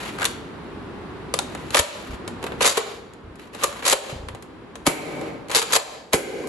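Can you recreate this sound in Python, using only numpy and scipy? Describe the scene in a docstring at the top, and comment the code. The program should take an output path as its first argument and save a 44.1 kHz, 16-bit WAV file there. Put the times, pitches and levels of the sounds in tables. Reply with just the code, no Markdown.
"""A plastic foam blaster is handled close to a phone in a bare, ventilated room. First a magazine creaks
by stick-slip and clacks home; then the slide is racked over its ratchet. At 4.9 s the spring plunger
fires with a thump, a burst of air and a rattle; the slide is racked again, and it fires again at 6.1 s.
Every contact excites the modes of the hollow shell and then the room; the phone's limiter ducks on
the loud clacks and lifts the reverberation as it lets go."""
import sys
import numpy as np
from scipy import signal
from scipy.fft import rfft, irfft
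from scipy.io import wavfile
from scipy.ndimage import uniform_filter1d, minimum_filter1d

SR = 44100
rng = np.random.default_rng(int(sys.argv[2]) if len(sys.argv) > 2 else 0)


def to_wav(s):
    """Save 16-bit WAV."""
    ch = np.atleast_2d(s).T  # columns
    pcm = np.round(np.clip(ch, -1, 1) * 32767)  # PCM
    wavfile.write(sys.argv[1], SR, pcm.astype(np.int16))


N = 285768
T = np.arange(N) / SR

# dense modal response of the shell: f/Hz, level/dB, t60/s
SHELL_BANDS = [(60, -11, 0.1), (196, -7, 0.056), (450, 3, 0.067), (670, 4, 0.044), (1076, 3.5, 0.049),
               (1950, 1, 0.047), (3700, 0.5, 0.042), (5840, -1.5, 0.029), (9300, -3, 0.058),
               (12000, -0.5, 0.03)]
# the hard first instant of a click: f/Hz, level/dB, t60/s
CRACK_BANDS = [(500, -17.5, .01), (1500, -8, 0.021), (3720, -2.5, .014), (6960, 0, .013),
               (10900, 2.5, 0.0087)]
# narrow resonances of the pawl and its toothed rail: f/Hz, width/Hz, level/dB
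PAWL_RESONANCES = [(1340, 30, -3), (2126, 40, -2), (2500, 44, -2.5), (3680, 41, -0.5), (3850, 45, -2.5),
                   (4700, 60, 3), (5100, 65, 1), (6190, 55, 0.5), (6797, 50, 1.5), (7640, 50, 0)]
# magazine or slide running over its catches: start/s, end/s, initial tooth rate/Hz,
# ratio of each gap to the one before, first tooth/dB, last tooth/dB, rubbing/dB, lead-in scrape/dB
SLIDE_STROKES = [(1.768, 1.787, 117.5, 0.95, -2.5, -12, -16, -17),
                 (2.6197, 2.632, 230.4, 1, -10.5, -11, -21, -36),
                 (2.654, 2.723, 149.9, 1.07, 1.5, -12, -9.5, -10.5),
                 (3.852, 3.924, 78.9, 0.94, -11, -5, -22.5, -21),
                 (5.548, 5.600, 139.9, 1.03, -3, -10.5, -14, -17),
                 (5.7229, 5.759, 135.1, 1, -11, -6.5, -13, -18)]
# magazine or slide reaching a stop:
# t/s, level/dB, body/dB, edge/dB, cavity f/Hz, cavity level/dB, panel f/Hz, lead-in scrape/dB
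STOPS = [(1.745, 3.5, -6.5, -6.5, 598, 6.5, 1347, -26), (1.790, 2.5, -7, 0, 607, -1, 945, -19.5),
         (2.607, -6.5, -1.5, -10.5, 466, -3, 1180, -42), (2.7715, -3.5, -3.5, -3.5, 420, 4.5, 1066, -12.5),
         (3.635, -9, 0.5, 3, 562, -7, 1200, -18.5), (3.925, 5, -2, -2, 544, 6.5, 1048, -23),
         (5.761, 1.5, -3, -1, 484, 3, 1016, -18)]
# plunger firings: release t/s, latch/dB, impact t/s, rebound t/s, impact/dB, thump f/Hz, thump/dB
FIRINGS = [(4.8659, 13, 4.8710, 4.8775, 20, 310, 23.5), (6.1323, 12, 6.1393, 6.1432, 17.5, 401, 22)]


def undb(db):
    """Amplitude ratio of a level in decibels."""
    return 10 ** (np.asarray(db) / 20)


def at(hz, points, values):
    """Interpolation on a logarithmic frequency axis."""
    return np.interp(np.log(np.maximum(hz, 1)), np.log(points), values)


def add(track, s, sound):
    """Superposition: a sound joins the track at time s."""
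    i = max(int(s * SR), 0)
    track[:, i:i + sound.shape[1]] += sound[:, :max(N - i, 0)]


def swell(start, end, rise_s, fall_s):
    """Trapezoidal envelope: it rises, holds and falls."""
    return np.clip(np.minimum((T - start) / rise_s, (end - T) / fall_s), 0, 1)


def tilt(hz, body_db, edge_db):
    """Spectral tilt of a contact in dB: its body sets the bass, its edge the treble."""
    return at(hz, [600, 1300, 2600, 6000], [body_db, 0, 0, edge_db])


def stereo_noise(size, apart_hz=2100):
    """Spatial coherence: spectra of white noise at two points, alike in the bass, less so higher up."""
    hz = np.fft.rfftfreq(size, 1 / SR)
    mid, side = rfft(rng.standard_normal((2, size)))
    side_share = np.clip(0.066 + 0.83 * hz / (hz + apart_hz), 0, 1)
    return hz, np.sqrt(1 - side_share) * mid + np.sqrt(side_share) * side * np.array([[1], [-1]])


def ring(bands, size=4096, body_db=0, edge_db=0, contact_s=0.0004, t60_scale=1, build_cycles=0.45):
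    """Modal overlap: countless modes merge into noise, each band building and dying at its own rate."""
    points, db, t60 = np.transpose(bands)
    hz, noise = stereo_noise(size)
    t = np.arange(size) / SR
    noise = noise * undb(at(hz, points, db) + tilt(hz, body_db, edge_db))
    out = 0
    for band, centre_hz, t60_s in zip(np.eye(len(points)), points, t60 * t60_scale):
        attack = 1 - np.exp(-t / (contact_s + build_cycles / centre_hz))
        decay = np.exp(-np.log(1000) * t / t60_s)
        out = out + irfft(noise * at(hz, points, band), size) * attack * decay
    return out


def knock(hz, t60_s, rise_s=0.0022, size=8192):
    """Damped oscillator: a single mode swells and decays exponentially."""
    t = np.arange(size) / SR
    envelope = (1 - np.exp(-t / rise_s)) * np.exp(-np.log(1000) * t / t60_s)
    return (np.sin(2 * np.pi * hz * t) * envelope)[None]


def resonate(x, modes):
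    """Resonance: narrow bands of a sound ring on and are added to it."""
    drive = x + 1e-18
    return x + sum(undb(db) * signal.lfilter(*signal.iirpeak(hz, hz / width, fs=SR), drive)
                   for hz, width, db in modes)


def ventilation():
    """Broadband flow noise: a steady room rush, turned down by the phone's gain after loud clacks."""
    # spectrum of the rush: f/Hz, relative level/dB
    spectrum = [(20, -24.5), (55, -3.5), (130, -4), (270, -0.5), (400, -1.5), (580, -12), (1000, -10),
                (1600, -15.5), (2500, -21.5), (4000, -27), (6000, -37.5), (12000, -43)]
    # preset curve standing for the phone's gain control: t/s, level/dB
    phone_gain = [(0, -36), (1.75, -34.5), (1.9, -43.5), (2.05, -38), (2.2, -35), (2.6, -33.5), (2.8, -43),
                  (4.8, -41.5), (5.6, -40), (6.48, -57)]
    hz, noise = stereo_noise(N)
    air = irfft(noise * undb(at(hz, *np.transpose(spectrum))), N)
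    return air / air.std() * undb(np.interp(T, *np.transpose(phone_gain)))


def room(x, tail_db=-44, near_db=-33, build_s=0.0014):
    """Reverberation by convolution: nearby walls fade fast, the diffuse field lasts longer."""
    # diffuse tail: f/Hz, level/dB, t60/s
    tail = [(80.3, -9, 1), (242, -4, 0.98), (600, 1.5, 0.95), (1200, -2, 0.8), (2480, 0, 0.68),
            (4770, -1, 0.68), (7940, -3, 0.55), (12200, -8, 0.57)]
    # early reflections: f/Hz, level/dB, t60/s
    near_walls = [(100, -16, 0.14), (500, -4.5, 0.4), (2010, -5, 0.34), (11000, -4.5, 0.25)]
    response = undb(tail_db) * ring(tail, size=40960) + undb(near_db) * ring(near_walls, size=40960)
    onset = 1 - np.exp(-np.arange(response.shape[1]) / SR / build_s)
    return signal.fftconvolve(x, response * onset, axes=1)[:, :N]


def grip_bumps(centre_hz=82, decay_s=0.01, knocks_per_s=28, jitter_s=0.0028, fade_db_per_s=13):
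    """Heavily damped impacts: the settling hand gives low thumps, each weaker than the last."""
    # the hand knocking on the grip: start/s, end/s, first level/dB
    grips = [(1.793, 1.81, -10), (2.094, 2.16, -20.5), (3.24, 3.33, -30), (4.124, 4.345, -23.5)]
    out = np.zeros((2, N))
    t = np.arange(SR // 5) / SR
    envelope = np.exp(-t / decay_s) * (1 - np.exp(-t / 0.00084))
    for start, end, first_db in grips:
        for s in np.arange(start, end, 1 / knocks_per_s):
            hz = centre_hz * np.exp(0.29 * rng.standard_normal())
            thump = undb(first_db - fade_db_per_s * (s - start)) * np.sin(2 * np.pi * hz * t) * envelope
            add(out, s + jitter_s * rng.standard_normal(), thump[None])
    return out


def friction(pressure, slips_per_s, spread_db, body_db, edge_db, t60_s=0.081):
    """Stick-slip friction: tiny random slips feed energy to the shell, where it decays."""
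    sizes = undb(spread_db * np.minimum(rng.exponential(size=4096), 3))
    slips = (rng.random(N) < slips_per_s / SR) * np.resize(sizes, N)
    retained = np.exp(-2 * np.log(1000) / (t60_s * SR))
    energy = signal.lfilter([1 - retained], [1, -retained], (pressure * slips / slips.std()) ** 2 + 1e-18)
    points, db, _ = np.transpose(SHELL_BANDS)
    hz, noise = stereo_noise(size=65536)
    shell = irfft(noise * undb(at(hz, points, db) + tilt(hz, body_db, edge_db)))
    return np.sqrt(energy) * shell.take(np.arange(N), axis=1, mode="wrap")


def pre_shot_swell(lead_s=0.018, hiss_db=-26):
    """Amplitude envelope: a faint scraping hiss swells just before each shot."""
    return sum(undb(latch_db + hiss_db) * swell(release - lead_s, impact, lead_s, impact - release) ** 2
               for release, latch_db, impact, *_ in FIRINGS)


def rubs(grab_s=0.0071, release_s=0.015, slack_s=0.063, run_on_s=0.014):
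    """Friction noise follows force: bright in a stroke, duller as slack is taken up, with soft rustles."""
    # soft rustling noise; the first row is the fading room tail of a click: start/s, end/s, level/dB
    rustles = [(-.01, 0.1, -26), (0.09, 0.207, -36), (1.477, 1.702, -38), (1.85, 2.163, -36),
               (2.41, 2.575, -43), (2.796, 2.997, -36.5), (3.38, 3.486, -43), (3.525, 3.62, -34.5),
               (3.654, 3.815, -31.5), (4.023, 4.125, -28.5), (5.79, 5.946, -37)]
    sliding = 0
    for start, end, _, _, first_db, last_db, rub_db, _ in SLIDE_STROKES:
        force = undb(rub_db + np.interp(T, [start, end], [0, last_db - first_db]))
        sliding = sliding + force * swell(start, end + run_on_s, grab_s, release_s)
    slack = sum(undb(db) * swell(s - slack_s, s + release_s, slack_s, release_s) ** 2
                for s, *_, db in [*SLIDE_STROKES, *STOPS])
    rustle_level = sum(undb(db) * swell(start, end, grab_s, release_s) for start, end, db in rustles)
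    rail = friction(sliding, slips_per_s=450, spread_db=3.5, body_db=-4, edge_db=0, t60_s=0.033)
    scrape = friction(slack + pre_shot_swell(), slips_per_s=800, spread_db=2, body_db=-3, edge_db=-9)
    rustle = friction(rustle_level, slips_per_s=380, spread_db=2.8, body_db=-2, edge_db=-11, t60_s=0.06)
    return resonate(rail, PAWL_RESONANCES) + scrape + rustle


def magazine_creak(start_s=0.1865, end_s=0.223, slip_hz=98, jitter_s=0.00093):
    """Nearly periodic stick-slip: the magazine slips harder as it is pushed into its well."""
    out = np.zeros((2, N))
    for s in np.arange(start_s, end_s, 1 / slip_hz):
        db = np.interp(s, [start_s, end_s], [-21.5, -13.5])
        onset = s + jitter_s * rng.standard_normal()
        add(out, onset, undb(db) * ring(SHELL_BANDS, body_db=1.5, edge_db=-7, contact_s=0.0009))
    return out


def wall_rings():
    """Free vibration: single modes of the thin plastic walls outlast the blow that starts them."""
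    # ringing walls: t/s, f/Hz, level/dB, t60/s
    wall_modes = [(1.389, 850, -24, .058), (1.389, 1394, -21.5, .05), (1.389, 3690, -15.5, .025),
                  (1.793, 604, -29, .22), (1.793, 948, -26.5, .3), (5.763, 978, -19.5, .07)]
    out = np.zeros((2, N))
    for s, hz, db, t60_s in wall_modes:
        add(out, s, undb(db) * knock(hz, t60_s, rise_s=0.0004, size=16384))
    return out


def clicks(crack_db=2):
    """Impulse excitation: a crack, then the shell rings; mass brings out bass, hard edges treble."""
    # light parts snapping against the shell, and the plunger bouncing after each shot (4.916 s, 6.182 s): t/s,
    # level/dB, body/dB, edge/dB, t60 ratio
    snaps = [(.2185, -18, 1, -6, 1), (.228, -11.5, 0, -10, .86), (0.2433, -13.5, -9, -1, .6),
             (0.2522, -7, -8, -0.5, .7), (0.257, -13, 1.5, -3.5, .8), (1.3391, -9.5, 5.5, -1.5, 0.72),
             (1.389, -8, 2.5, -1.5, .5), (1.549, -16.5, 5, -12, 0.82), (1.705, -18, -5.5, -7, 0.78),
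             (1.758, -3.5, -2, -3, 0.74), (1.7695, 1.5, -3, -8, 0.77), (1.7785, -0.5, -5, -11, .8),
             (2.277, -19.5, 5.5, -5.5, 0.93), (2.4274, -19.5, 3.5, -11.5, 0.92),
             (2.440, -16.5, 4, -11, 0.91), (2.465, -17, -2, -14, 1.46), (2.520, -18.5, 8, -22, 0.8),
             (2.645, -8, -0.5, -6, 0.89), (2.6635, -2, -4.5, -2.5, 0.91), (2.676, -6.5, 3, -0.5, .7),
             (2.696, -8, -4, -3, 0.88), (3.135, -37.5, -5, -3.5, 0.81), (3.356, -37.5, -12.5, -5, .86),
             (3.395, -28.5, -3.5, -14.5, 1), (3.548, -23.5, 8, -9.5, 1.1), (3.8245, -16.5, -2, -19, .9),
             (3.842, -20, 1.5, -11, .86), (3.8807, -4.5, -9, 1, 0.74), (3.898, -3, -8, 1, 0.47),
             (3.9147, -8, -0.5, 1, .7), (4.285, -17.5, 2.5, -14, 0.89), (4.348, -29.5, 12, -8, 1.1),
             (4.424, -32.5, -1.5, -2.5, 1), (4.755, -24, 1, -8.5, 1), (4.916, -5, 2, -9, .7),
             (5.083, -15, 9, -16, 1), (5.212, -23, 14, -7, .86), (5.484, -30, 5, -6.5, .86),
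             (5.496, -20, 4, -13, 0.92), (5.502, -17.5, 4.5, -10, 1), (5.514, -14.5, 3, -5.5, 1.4),
             (5.5627, -2.5, -1, -3.5, 0.63), (5.5695, -4.5, -1, -1, 0.55), (5.588, -10, -5, -1, .8),
             (5.6166, -3, -6.5, -10, 0.75), (5.625, -9, -1, -4, 1.2), (5.7355, -3.5, -8, -2, .7),
             (6.182, -4, -3, -7, .6), (6.472, -28.5, 13, 4.5, .86)]
    out = np.zeros((2, N))
    for s, db, body_db, edge_db, t60_scale in snaps:
        add(out, s, undb(db) * ring(SHELL_BANDS, body_db=body_db, edge_db=edge_db, t60_scale=t60_scale))
        add(out, s, undb(db + crack_db) * ring(CRACK_BANDS, size=2048, edge_db=edge_db))
    return out


def ratchet(scatter_db=0.5, shared_power=0.36, crack_db=-2):
    """Impact train: the pawl strikes tooth after tooth at a rate set by the speed of the stroke."""
    out = np.zeros((2, N))
    pawl = ring(SHELL_BANDS, body_db=-9.5, edge_db=2.5, t60_scale=0.76)  # common to every tooth
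    for start, end, teeth_hz, gap_ratio, first_db, last_db, *_ in SLIDE_STROKES:
        times = start + np.append(0, np.cumsum(gap_ratio ** np.arange(16))) / teeth_hz
        for s in times[times < end]:
            db = np.interp(s, [start, end], [first_db, last_db]) + scatter_db * rng.standard_normal()
            tooth = ring(SHELL_BANDS, body_db=-2, edge_db=-1.5, t60_scale=0.67)
            add(out, s, undb(db) * (np.sqrt(shared_power) * pawl + np.sqrt(1 - shared_power) * tooth))
            add(out, s, undb(db + crack_db) * ring(CRACK_BANDS, size=2048, edge_db=-4.5))
    return resonate(out, PAWL_RESONANCES)


def clacks(seat_s=0.004, seat_db=1, hollow_db=-9, panel_db=-7):
    """Two-stage impact: a part meets its stop edge first, then seats, exciting cavity and panel modes."""
    out = np.zeros((2, N))
    for s, db, body_db, edge_db, cavity_hz, cavity_db, panel_hz, _ in STOPS:
        contact = dict(edge_db=edge_db, contact_s=0.00058, t60_scale=0.76)
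        edge = ring(SHELL_BANDS, body_db=body_db, **contact)
        face = ring(SHELL_BANDS, body_db=body_db + 6, **contact)  # heavier and duller
        hollow = knock(cavity_hz, t60_s=0.026) + undb(panel_db) * knock(panel_hz, t60_s=0.04)
        add(out, s, undb(db) * edge)
        add(out, s + seat_s, undb(db + seat_db) * face)
        add(out, s + seat_s, undb(cavity_db + hollow_db) * hollow)
    return out


def spring_rattle(hits_per_s=32, end_s=0.4, start_db=-6, fade_db_per_s=55, centre_hz=620):
    """Decaying irregular impacts: after a shot the slack spring slaps its tube at scattered pitches."""
    out = np.zeros((2, N))
    for _, _, impact, *_ in FIRINGS:
        for slot in np.arange(0.06, end_s, 1 / hits_per_s):
            wait = slot + rng.random() / hits_per_s
            db = start_db - fade_db_per_s * wait + 2 * rng.standard_normal()
            hz = centre_hz * np.exp(0.3 * rng.standard_normal())
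            add(out, impact + wait, undb(db) * knock(hz, t60_s=0.037))
            add(out, impact + wait, undb(db - 3) * ring(SHELL_BANDS, edge_db=-15, t60_scale=0.43))
    return out


def part_resonances(contacts):
    """Forced vibration: magazine, catch and slide each add a resonance while they are worked."""
    # worked parts: start/s, end/s, f/Hz, width/Hz, level/dB
    worked_parts = [(0.173, 0.25, 1500, 380, 7), (.243, .27, 2700, 300, -4),
                    (0.253, 0.262, 3650, 600, -1.5), (1.335, 1.36, 1200, 140, -3),
                    (1.736, 1.823, 590, 110, -9), (2.618, 2.72, 520, 140, -5),
                    (2.663, 2.717, 3798, 300, -8), (2.77, 2.8, 429, 110, -9), (3.62, 3.66, 1190, 130, 0.5),
                    (3.85, 3.94, 545, 110, -9), (3.924, 3.944, 2250, 219.7, -7),
                    (5.542, 5.64, 455, 70, 0.5), (5.54, 5.581, 4420, 1500, -13), (5.72, 5.78, 495, 60, -6),
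                    (5.73, 5.767, 4730, 700, -9)]
    out = contacts
    for start, end, hz, width, db in worked_parts:
        struck = contacts * ((T >= start) & (T < end))
        out = out + resonate(struck, [(hz, width, db)]) - struck
    return out


def slam(push_s, rise_s=0.000053, relax_s=0.0017):
    """Pressure pulse of zero net impulse: the plunger's steep blow, then a slow swing back."""
    t = np.arange(2048) / SR
    pulse = np.exp(-t / push_s) - np.exp(-t / rise_s)
    swing = t * np.exp(-t / relax_s)
    return (swing * pulse.sum() / swing.sum() - pulse)[None] / pulse.max()


def shots(puff_db, hollow_db, rebound_db=-1, chatter_s=0.0058, chatter_db=3, fade_db_per_hit=6):
    """Release of stored energy: the latch snaps, the plunger slams and rebounds, air thumps and bursts."""
    # air bursting from the barrel: f/Hz, level/dB, t60/s
    puff = [(40, 13, 0.11), (130, 6, 0.052), (300, 16, 0.038), (605, 7.5, 0.056), (1210, 14, 0.035),
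            (2430, 10.5, 0.031), (5060, -8.5, 0.062), (10960, 3, 0.074)]
    # resonances of cylinder, barrel and spring: f/Hz, width/Hz, level/dB
    barrel_modes = [(162, 45, 0), (307, 82, 1.5), (495.3, 149, 2), (780, 120, 4.5), (1700, 170, -5),
                    (2260, 330, 3.5), (3140, 150, 1)]
    shell, barrel, thump = np.zeros((3, 2, N))
    for release, latch_db, impact, rebound, impact_db, thump_hz, thump_db in FIRINGS:
        add(shell, release, undb(latch_db) * ring(SHELL_BANDS, edge_db=-2, t60_scale=0.72))
        add(barrel, impact, undb(impact_db) * slam(push_s=0.00013))
        add(barrel, rebound, undb(impact_db + rebound_db) * slam(push_s=0.00054, rise_s=0.00031))
        add(barrel, impact, undb(impact_db + puff_db) * ring(puff))
        add(thump, rebound - 1 / thump_hz, -undb(thump_db + hollow_db) * knock(thump_hz, t60_s=0.021))
        for hit in range(6):  # loose parts chatter to rest
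            s = impact + 0.001 + chatter_s * (hit + 0.11 * rng.standard_normal())
            db = latch_db + chatter_db - fade_db_per_hit * hit
            add(shell, s, undb(db) * ring(SHELL_BANDS, body_db=-6, edge_db=5, t60_scale=0.62))
    return shell, resonate(barrel, barrel_modes) + thump


def blaster(contacts, shot_db, puff_db, hollow_db):
    """Radiation in one direction: contacts and latch sound through the shell, shots from the barrel."""
    # clearest resonances of the shell: f/Hz, width/Hz, level/dB
    shell_modes = [(440, 110, -10), (543, 110, -12), (1006, 110, -9), (1180, 59, -12), (2303, 130, -16.5),
                   (4150, 660, -8.5), (6940, 1000, -3.5)]
    latch, barrel = shots(puff_db, hollow_db)
    shell = resonate(contacts + undb(shot_db) * latch, shell_modes)
    return undb(-1.5) * shell + undb(shot_db) * barrel


def scene(left_lag_samples=2, left_db=1.03):
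    """Direct and reverberant fields add; the blaster's sound reaches the right channel first."""
    air = ventilation()
    handling = clicks() + clacks() + magazine_creak() + ratchet() + rubs()
    contacts = part_resonances(handling) + wall_rings() + spring_rattle()
    left, right = blaster(contacts, shot_db=0, puff_db=-10, hollow_db=2)
    direct = np.array([undb(left_db) * np.pad(left, (left_lag_samples, 0))[:N], right])
    # directivity: the muzzle sends the far wall more shot and air, less hollow thump
    forward = blaster(contacts, shot_db=2, puff_db=-7, hollow_db=-12)
    return direct + undb(-5) * room(direct) + undb(-2.5) * room(forward) + grip_bumps() + air


def microphone_pair(x):
    """Interference: near 9 kHz the two microphones are in opposite phase, so their sum dips."""
    # response of the pair: f/Hz, sum/dB, difference/dB
    response = [(1000, 0, -1.5), (4300, 0, -2), (5700, 0, -6), (7000, 0, -1), (8200, 0, 3), (8900, -14, 6),
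                (9300, -22, 6), (9800, -12, 5), (10500, 2, -4), (11300, 1, -8), (12000, -5, -13)]
    hz = np.fft.rfftfreq(N, 1 / SR)
    points, sum_db, difference_db = np.transpose(response)
    left, right = rfft(x)
    mid = (left + right) / 2 * undb(at(hz, points, sum_db))
    side = (left - right) / 2 * undb(at(hz, points, difference_db))
    return irfft(np.array([mid + side, mid - side]), N)


def limiter(x, ceiling_db=-11, release_db_per_s=78, hold_s=0.075, window_s=0.0024):
    """Gain control: when short-term power passes the ceiling, gain drops, holds, then climbs steadily."""
    window, hold = int(window_s * SR), int(hold_s * SR)
    power = np.maximum(uniform_filter1d(np.mean(x ** 2, axis=0), window), 1e-12)
    needed_db = np.minimum(ceiling_db - 10 * np.log10(power), 0)
    held_db = minimum_filter1d(needed_db, hold, origin=(hold - 1) // 2)
    gain_db = np.minimum.accumulate(held_db - release_db_per_s * T) + release_db_per_s * T
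    return x * undb(uniform_filter1d(gain_db, window))


def record(dry, low_hz=34, top_hz=11700, overload_db=16, clip_level=0.7):
    """Saturation and band limiting: the phone rounds hard blows, cuts deep bass, limits, cuts the top."""
    highpass = signal.butter(2, low_hz, "highpass", fs=SR, output="sos")
    lowpass = signal.ellip(8, 0.3, 70, top_hz, fs=SR, output="sos")
    rounded = undb(overload_db) * np.tanh(microphone_pair(dry) / undb(overload_db))
    limited = limiter(signal.sosfilt(highpass, rounded))
    return signal.sosfilt(lowpass, np.clip(limited, -clip_level, clip_level))


dry = scene()
out = record(dry)
to_wav(out)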